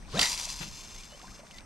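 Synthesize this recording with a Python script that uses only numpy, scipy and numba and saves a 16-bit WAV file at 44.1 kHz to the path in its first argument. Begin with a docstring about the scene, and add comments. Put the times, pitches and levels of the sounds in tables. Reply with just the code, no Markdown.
"""By a calm river, a spinning rod is cast close to a body-worn microphone with two ports.
The rod whooshes as noise and tones that follow its speed; the line snaps free in sharp clicks that ring the reel,
then rattles through the guides as streams of small knocks, ever more softly. The arm stops with a dull thump and
a rustle of filtered noise. Water laps as noise and tiny sine bubbles, a far bird whistles in gliding sines,
and a light wind rumbles as low noise under a faint hiss of open air."""
import sys
import numpy as np
from scipy import signal
from scipy.fft import rfft, irfft
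from scipy.io import wavfile
from numba import njit

SR = 44100
rng = np.random.default_rng(int(sys.argv[2]) if len(sys.argv) > 2 else 0)


def wrap_up_sound(samples):
    """Save the sound to the file named by the first command line argument, as 16-bit audio."""
    columns = np.atleast_2d(samples).T
    # keep every value between -1 and 1, then stretch to whole-number steps
    tamed = np.clip(columns, -1, 1)
    steps = np.round(tamed * 32767).astype(np.int16)
    wavfile.write(sys.argv[1], SR, steps)


N = 72765
T = np.arange(N) / SR  # time of each sample in seconds

# Hiss of open air. Each row: frequency in Hz, relative level in dB.
AIR_COLOUR = [(100, -5), (400, -7.5), (650, -7.5), (1050, -7.5), (1600, -12.5), (2400, -11.5),
              (3200, -22.5), (4500, -24), (6000, -12), (7200, -30), (8500, -13), (10000, -33), (12200, -30),
              (14000, -53)]
AIR_DB = -56.5
# Rumble of wind. 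Each row: frequency in Hz, relative level in dB.
WIND_COLOUR = [(10, -12.5), (28, 3.5), (50, -3), (75, -9), (110, -14), (165, -14.5), (250, -23.5),
               (400, -35), (700, -58), (4000, -82)]
# Rise and fall of the wind. Each row: time in seconds, level in dB.
WIND_GUSTS = [(0, -50), (.06, -43.5), (.2, -45.5), (.29, -45), (.38, -52.5), (.5, -46.5), (.57, -49.5),
              (.74, -46), (.8, -53.5), (.95, -49), (1.08, -57), (1.2, -58), (1.3, -48), (1.42, -63),
              (1.57, -51)]

# Whistles of a far bird. Each row: start in seconds, length in seconds,
# pitch at the start, middle and end in Hz, level in dB.
BIRD_WHISTLES = [(.945, .085, 1900, 2280, 2600, -57), (1.092, .073, 2900, 2960, 3150, -55.5),
                 (1.52, .098, 2350, 1990, 2750, -56)]

# Single bubbles at the bank. Each row: start in seconds, pitch in Hz, level in dB, fading time in seconds,
# climb of the pitch during one fading time (as a share of the pitch).
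BANK_BUBBLES = [(0.47, 614.5, -43, 0.0057, 0.049), (1.123, 590, -47, 0.011, 0.01),
                (1.146, 570, -50, 0.012, 0), (1.197, 1053, -49.5, .009, .17),
                (1.229, 678, -47, 0.013, 0.14), (1.242, 940, -42.5, 0.008, 0.09),
                (1.256, 1007, -48, 0.011, 0.034), (1.279, 1506, -46.5, 0.005, 0.069),
                (1.316, 1200, -53, 0.0094, .06), (1.392, 545, -42.5, 0.0073, .05),
                (1.432, 598, -44.5, 0.006, 0.084), (1.51, 2430, -43, 0.0027, 0.18)]
# Lapping of small waves. Each row: time in seconds, level in dB before the wash and fizz trims.
LAPPING = [(0, -54), (.9, -62), (1.2, -59), (1.35, -57.5), (1.65, -59)]
WASH_HZ, WASH_WIDTH_HZ, WASH_DB = 179, 160, -1
FIZZ_LOW_HZ, FIZZ_HIGH_HZ = 602.4, 2806
FIZZ_CYCLES, FIZZ_SPREAD_DB, FIZZ_DB = 2.7, 2, -6  # fading time in cycles, spread of sizes, level

# The stop of the arm. Each row: start in seconds, rise in seconds, fading time in seconds,
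# thump level in dB, rustle level in dB.
ARM_STOPS = [(0.601, 0.011, 0.018, -39, -45), (.606, 0.025, 0.01, -58, -39.5),
             (0.656, .008, 0.026, -46.5, -53.5)]
THUMP_HZ, THUMP_WIDTH_HZ = 177, 79
# Rustle of the sleeve. Each row: frequency in Hz, relative level in dB.
SLEEVE_COLOUR = [(150, -3), (500, -2.5), (1000, 0), (1700, -3), (2600, 2.5), (4200, -3.5), (6000, -16),
                 (14000, -20)]

# Rush of the swinging rod. Each row: time in seconds, level in dB.
RUSH_LEVEL = [(.08, -62), (.11, -64), (.13, -47), (.148, -41), (.168, -34.5), (.2, -31.5), (.235, -38.5),
              (.27, -59), (.33, -67)]
PEAK_SPEED, PEAK_S, SWING_WIDTH_S = 1.41, .226, .074  # bell of relative speed: height, time, width
# Swirls of air from butt to tip. Each row: centre in Hz at speed 1, width in Hz, relative level in dB.
ROD_EDDIES = [(142, 164, -9), (510, 600, -4), (900, 600, -7.5), (2190, 2000, -6), (5160, 3800, -6)]
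# Clear tones of the rod. Each row: pitch in Hz at speed 1, level in dB, start in seconds, length in seconds.
ROD_WHISTLES = [(178.8, -34, .13, 0.066), (572, -35, 0.133, 0.072), (950, -47, 0.155, 0.079),
                (1546, -41, 0.1235, 0.11)]
TONE_WAVER, TONE_WAVER_HZ = 0.42, 90
# The line cutting the air behind the tip. Each row: time in seconds, level in dB.
SWISH_LEVEL = [(.06, -65), (.115, -50), (.16, -44), (.2, -64)]
SWISH_HZ, SWISH_WIDTH_HZ = 4080, 3800

# Clicks of line and reel. Each row: start in seconds, level in dB before the strike and crack trims,
# centre in Hz, width in Hz, fading time of the crack in seconds, drive of the reel's ring in dB before its trim.
LINE_CLICKS = [(0.175, -23, 3760, 450, 0.0054, -13), (0.1925, -10.5, 4280, 8700, 0.002, -1),
               (0.1947, -11, 3160, 4200, 0.0032, -6), (0.2118, -15, 4680, 500, 0.0031, -26),
               (0.2141, -9, 4700, 5400, 0.0018, -9), (0.216, -10, 3250, 6500, 0.0018, -9),
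               (0.2283, -16, 5360, 4970, 0.003, -2), (0.232, -17, 5960, 5000, 0.00051, -3),
               (0.256, -15, 4400, 6040, 0.0022, -3), (0.29, -20.5, 6360, 4970, 0.0047, -11),
               (0.3766, -20, 5050, 4950, 0.0012, -18), (0.446, -22, 5540, 5000, 0.00098, -18),
               (0.45, -21, 6200, 1500, 0.00087, -15), (0.4544, -19, 6300, 3000, .0012, -22),
               (.5015, -28, 4940, 4060, 0.002, -10), (1.035, -36, 3200, 3000, .002, -16),
               (1.216, -37.5, 2580, 3000, .002, -18), (1.467, -44, 3860, 4570, 0.005, -21),
               (1.5103, -37, 3580, 6000, 0.00093, -20), (1.5827, -35.5, 4260, 5000, .0005, -14),
               (1.585, -33.5, 3100, 2800, 0.0031, -11), (1.607, -40, 4000, 5100, 0.0009, -10)]
STRIKE_DB, CRACK_DB = -3, -7.5  # trims
# Ringing tones of the reel. Each row: pitch in Hz, relative level in dB, time to fall by 60 dB in seconds.
REEL_TONES = [(1997, -9, .25), (2105, -7, .09), (2850, 0, .025), (3130, -1, .03), (3755, -2, .04),
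              (3945, -8, .09), (4600, -5, .06), (4759, -9, .09), (4910, -9, .09), (5760, -7, .07),
              (7570, -13, .1)]
REEL_DB = 4.5  # how freely the reel rings after a strike

# First coils at the spool lip. Each row: frequency in Hz, relative level in dB.
WHIP_COLOUR = [(400, -9.5), (1000, -11), (1500, -7.5), (2100, 15.5), (3700, -36), (6000, 1), (12000, -18)]
WHIP_S, WHIP_FADE_S, WHIP_DB, WHIP_RING_DB = .222, 0.036, -29, -28.5

# The running line. Each row: time in seconds, level in dB.
LINE_LEVEL = [(.205, -32.5), (.22, -27.5), (.258, -30), (.278, -31.5), (.325, -32), (.366, -38.5),
              (.384, -35), (.43, -36), (.475, -41.5), (.51, -35.5), (.545, -42.5), (.62, -42),
              (.715, -48.5), (.79, -45), (.85, -49), (1.0, -49), (1.12, -55.5), (1.385, -53), (1.42, -65),
              (1.48, -60), (1.575, -55), (1.63, -70)]
FAST_S, SLOW_S = 0.4, 0.8  # the line slows between these times
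# Ringing of spool and guides under the line. Each row: centre in Hz when slow, width in Hz,
# relative level in dB when fast, relative level in dB when slow.
GUIDE_TONES = [(1004, 187, -11, -13.5), (2340, 240, -24, -12), (2765, 230, -13, -10.5),
               (3554, 150, -13.5, -8), (4286, 430, -6.5, -7), (5015, 400, -3, -5), (5280, 380, -7.5, -5.5),
               (6210, 620, -4, -1), (7330, 640, -6.5, -7), (8960, 3500, -8, -16), (11900, 2300, -17.5, -18)]
GUIDE_SHIFT = 0.039  # the centres lie lower by this share while the line is fast
# Broad rub of the line. Each row: frequency in Hz, relative level in dB.
SCRAPE_COLOUR = [(300, -21), (600, -14), (950, -6.5), (1500, -11.5), (2500, -3.5), (5000, -4), (8000, -7),
                 (10000, -15), (12300, -18), (14000, -22)]
SCRAPE_DB = -2.5  # against the guides
SLAPS_PER_S, SLAP_JITTER, SLAP_SPREAD_DB, SLAP_S = 205, 0.24, 5.5, 0.0014  # SLAP_S is the fading time
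TICKS_PER_S, TICK_DB = 110, -6
RUB_SHARE, SCRAPE_RUB, WHIP_RUB = 0.47, 1.02, 0.84  # steady rub against slaps
SHARED_SLAPS = 0.57  # share of the slaps felt by all guides
FLUTTER, FLUTTER_HZ = .17, 45

# The two microphone ports. Each row: frequency in Hz, left minus right in dB, lag of the left in radians.
MIC_PORTS = [(100, -0.5, 0.069), (614, 0.5, 0.56), (1560, 3.5, 0.63), (3060, 1, 0.97), (4560, 2, 0.04),
             (5500, 1, 0), (7200, 6, 0.24), (11500, 4.5, 0.95)]
TOP_HZ = 13300  # where the recorder cuts the treble


def undb(db):
    """Turn decibels into a gain."""
    return 10 ** (np.asarray(db) / 20)


def unit(x):
    """Scale a sound to an average strength (rms) of 1."""
    return x / np.sqrt(np.mean(x ** 2) + 1e-20)


def curve(rows, axis=1):
    """Join one column of a table by straight lines in time."""
    rows = np.array(rows)
    return np.interp(T, rows[:, 0], rows[:, axis])


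def noise(side_db, pan_db):
    """Make stereo white noise, partly different at the two ports."""
    mid, side = rng.standard_normal((2, N))
    ears = np.array([[1], [-1]])
    return (mid + ears * undb(side_db) * side) * undb(ears * pan_db / 2)


def colour(x, points):
    """Filter a sound by a table of Hz and dB, then scale it to rms 1."""
    hz, db = np.array(points).T
    f = np.maximum(np.fft.rfftfreq(2 * N, 1 / SR), 1)
    gain = undb(np.interp(np.log(f), np.log(hz), db))
    return unit(irfft(rfft(x, 2 * N) * gain)[..., :N])


@njit
def svf(x, hz, width):
    """Let through a band whose centre may move (a state-variable filter)."""
    y, b, l = np.empty(len(x)), 0., 0.
    for i in range(len(x)):
        g, k = np.tan(np.pi * hz[i] / SR), width / hz[i]
        v = (b + g * (x[i] + 1e-18 - l)) / (1 + g * (g + k))
        b, l, y[i] = 2 * v - b, l + 2 * g * v, k * v
    return y


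def band(x, hz, width):
    """Filter each channel twice, for a steeper band."""
    hz, width = np.clip(hz * np.ones(N), 1, SR / 2 - SR / 20), float(width)
    return np.array([svf(svf(channel, hz, width), hz, width) for channel in x])


def burst(start, attack, release):
    """Rise in a straight line, then fade exponentially."""
    rise = np.clip((T - start) / attack, 0, 1)
    return rise * np.exp(-np.maximum(T - start - attack, 0) / release)


def swell(start, length):
    """Fade in, hold, fade out."""
    return np.minimum(2 * np.sin(np.pi * np.clip((T - start) / length, 0, 1)), 1)


def waver(depth, rate_hz):
    """Make a random flutter of level around 1."""
    return 1 + depth * unit(band(rng.standard_normal((1, N)), rate_hz / 2, rate_hz))


def tone(hz):
    """Make a sine that follows a pitch."""
    return np.sin(2 * np.pi * np.cumsum(hz) / SR)


def knocks(rate, spread_db):
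    """Make a row of single-sample knocks of uneven spacing and size."""
    gap, size = rng.standard_normal((N // 50, 2)).T
    at = (np.cumsum(np.exp(SLAP_JITTER * gap)) * SR / rate).astype(int)
    strength = undb(spread_db * np.minimum(size, 1))
    inside = at < N
    return np.bincount(at[inside], strength[inside], N)


def slaps(rub):
    """Loops of line slap at an uneven rate, each fading quickly, over a steady rub."""
    hits = knocks(SLAPS_PER_S, SLAP_SPREAD_DB)
    fading = signal.lfilter([1], [1, -np.exp(-1 / (SLAP_S * SR))], hits)
    return unit(rub + unit(fading))


def reel(x):
    """A knock on the reel sets off its fading tones; the ring has unit energy."""
    t = T[:N // 4]
    ring = 0
    for hz, db, t60 in REEL_TONES:
        ring = ring + undb(db - 60 * t / t60) * np.sin(2 * np.pi * hz * t)
    ring = ring / np.linalg.norm(ring)
    return signal.fftconvolve(x, ring[None])[:, :N]


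def outdoors():
    """Open air hisses faintly, and wind on the microphone makes a low rumble that comes and goes."""
    air = undb(AIR_DB) * colour(noise(side_db=-6.0, pan_db=-1.5), AIR_COLOUR)
    wind = undb(curve(WIND_GUSTS)) * colour(noise(side_db=-9.0, pan_db=1), WIND_COLOUR)
    return air + wind


def bird():
    """A far bird gives thin gliding whistles with a wavering level."""
    whistles = 0
    for start, length, first, middle, last, db in BIRD_WHISTLES:
        progress = np.clip((T - start) / length, 0, 1)
        glide = np.polyfit([0, .5, 1], [first, middle, last], 2)  # a smooth bend through three pitches
        whistles = whistles + undb(db) * swell(start, length) * tone(np.polyval(glide, progress))
    return whistles * waver(depth=.2, rate_hz=70)


def water():
    """Bubbles ring, most of them rising in pitch, over the wash and fizz of small waves."""
    bubbles = 0
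    for start, hz, db, length, rise in BANK_BUBBLES:
        pitch = hz * (1 + rise * np.clip((T - start) / length, 0, 2))
        bubbles = bubbles + undb(db) * burst(start, 0.0022, length) * tone(pitch)
    fizz = 0
    for when, pitch, strength in rng.random(size=(130, 3)):  # tiny bubbles at random times
        hz = FIZZ_LOW_HZ * (FIZZ_HIGH_HZ / FIZZ_LOW_HZ) ** pitch
        level = undb(-FIZZ_SPREAD_DB * np.log(1 - .95 * strength))  # few are loud
        fizz = fizz + level * burst(when * N / SR, .001, FIZZ_CYCLES / hz) * np.sin(2 * np.pi * hz * T)
    wash = unit(band(noise(side_db=-12, pan_db=-0.5), WASH_HZ, WASH_WIDTH_HZ))
    waves = undb(FIZZ_DB) * unit(fizz) + undb(WASH_DB) * wash
    return bubbles * waver(depth=0.18, rate_hz=120) + undb(curve(LAPPING)) * waves


def arm():
    """The rod butt comes to rest with a soft low thud while the sleeve brushes the jacket."""
    thud = unit(band(noise(side_db=-31, pan_db=1), THUMP_HZ, THUMP_WIDTH_HZ))
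    cloth = colour(noise(side_db=-5, pan_db=6.5), SLEEVE_COLOUR)
    stops = 0
    for start, attack, release, thump_db, rustle_db in ARM_STOPS:
        both = undb(thump_db) * thud + undb(rustle_db) * cloth
        stops = stops + both * burst(start, attack, release)
    return stops


def whoosh():
    """Each thickness of the rod sheds swirls of air whose pitch follows the speed; the line swishes behind."""
    speed = PEAK_SPEED * np.exp(-((T - PEAK_S) / SWING_WIDTH_S) ** 2 / 2)
    rush = 0
    for hz, width, db in ROD_EDDIES:
        centre = hz * np.maximum(speed, .5)
        rush = rush + undb(db) * unit(band(noise(side_db=-23, pan_db=.5), centre, width))
    swinging = (T > RUSH_LEVEL[0][0]) * (T < RUSH_LEVEL[-1][0])
    rush = unit(rush) * undb(curve(RUSH_LEVEL)) * swinging
    tones = 0
    for hz, db, start, length in ROD_WHISTLES:
        wavering = tone(hz * speed) * waver(TONE_WAVER, TONE_WAVER_HZ)
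        tones = tones + undb(db) * wavering * swell(start, length) ** 2
    swish = unit(band(noise(side_db=-5.0, pan_db=1.5), SWISH_HZ, SWISH_WIDTH_HZ))
    swish = swish * undb(curve(SWISH_LEVEL)) * (T < SWISH_LEVEL[-1][0])
    return tones + swish + rush


def clicks():
    """The line leaves the finger and hits the tackle: a hard strike that rings the reel, and a short crack."""
    cracks, blows = 0, 0
    for start, db, hz, width, length, ring_db in LINE_CLICKS:
        strike = band(signal.unit_impulse(N, int(start * SR))[None], hz, width)
        strike = undb(db + STRIKE_DB) * strike / np.abs(strike).max()
        crack = unit(band(noise(side_db=-3.5, pan_db=-8.0), hz, width))
        crack = undb(db + CRACK_DB) * crack * burst(start, 0.00038, length)
        cracks = cracks + strike + crack
        blows = blows + strike * undb(ring_db)
    return cracks + undb(REEL_DB) * reel(blows)


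def spool():
    """The first coils whip the spool lip and keep the reel ringing."""
    coils = slaps(WHIP_RUB) * noise(side_db=-14.0, pan_db=0.0)
    whip = undb(WHIP_DB) * colour(coils, WHIP_COLOUR)
    ringing = undb(WHIP_RING_DB) * unit(reel(coils))
    return (whip + ringing) * burst(WHIP_S, 0.0019, WHIP_FADE_S)


def line():
    """The line rattles through the guides in soft slaps and hard ticks, duller and more fluttering as it slows."""
    shared = slaps(RUB_SHARE)
    slow = np.clip((T - FAST_S) / (SLOW_S - FAST_S), 0, 1)  # 0 is fast, 1 is slow
    ticks = undb(TICK_DB) * unit(knocks(TICKS_PER_S, SLAP_SPREAD_DB)) * (1 - slow / 2)
    guides = 0
    for hz, width, fast_db, slow_db in GUIDE_TONES:
        contact = SHARED_SLAPS * shared + (1 - SHARED_SLAPS) * slaps(RUB_SHARE)
        drive = ticks + contact * noise(side_db=-42, pan_db=-0.5)
        ring = band(drive, hz * (1 - GUIDE_SHIFT * (1 - slow)), width)
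        guides = guides + unit(ring) * undb(fast_db + slow * (slow_db - fast_db))
    rubbing = slaps(SCRAPE_RUB) * noise(side_db=-14.5, pan_db=-1.0)
    scrape = colour(ticks / 2 + rubbing, SCRAPE_COLOUR)
    rattle = unit(unit(guides) + undb(SCRAPE_DB) * scrape)
    flutter = waver(FLUTTER * slow, FLUTTER_HZ)
    return rattle * flutter * undb(curve(LINE_LEVEL)) * (T > LINE_LEVEL[0][0])


def scene():
    """Add the cast and the river around it."""
    cast = whoosh() + clicks() + spool() + line() + arm()
    river = water() + bird() + outdoors()
    return cast + river


def record(dry):
    """The two ports differ in level and phase; the recorder cuts the top of the treble."""
    hz, pan_db, lag = np.array(MIC_PORTS).T
    f = np.fft.rfftfreq(2 * N, 1 / SR)
    ears = np.array([[1], [-1]]) / 2  # half of each difference goes to each side
    level = undb(ears * np.interp(f, hz, pan_db))
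    phase = np.exp(-1j * ears * np.interp(f, hz, lag))
    heard = irfft(rfft(dry, 2 * N) * level * phase)[:, :N]
    return signal.sosfilt(signal.butter(16, TOP_HZ, fs=SR, output="sos"), heard)


dry = scene()
out = record(dry)
wrap_up_sound(out)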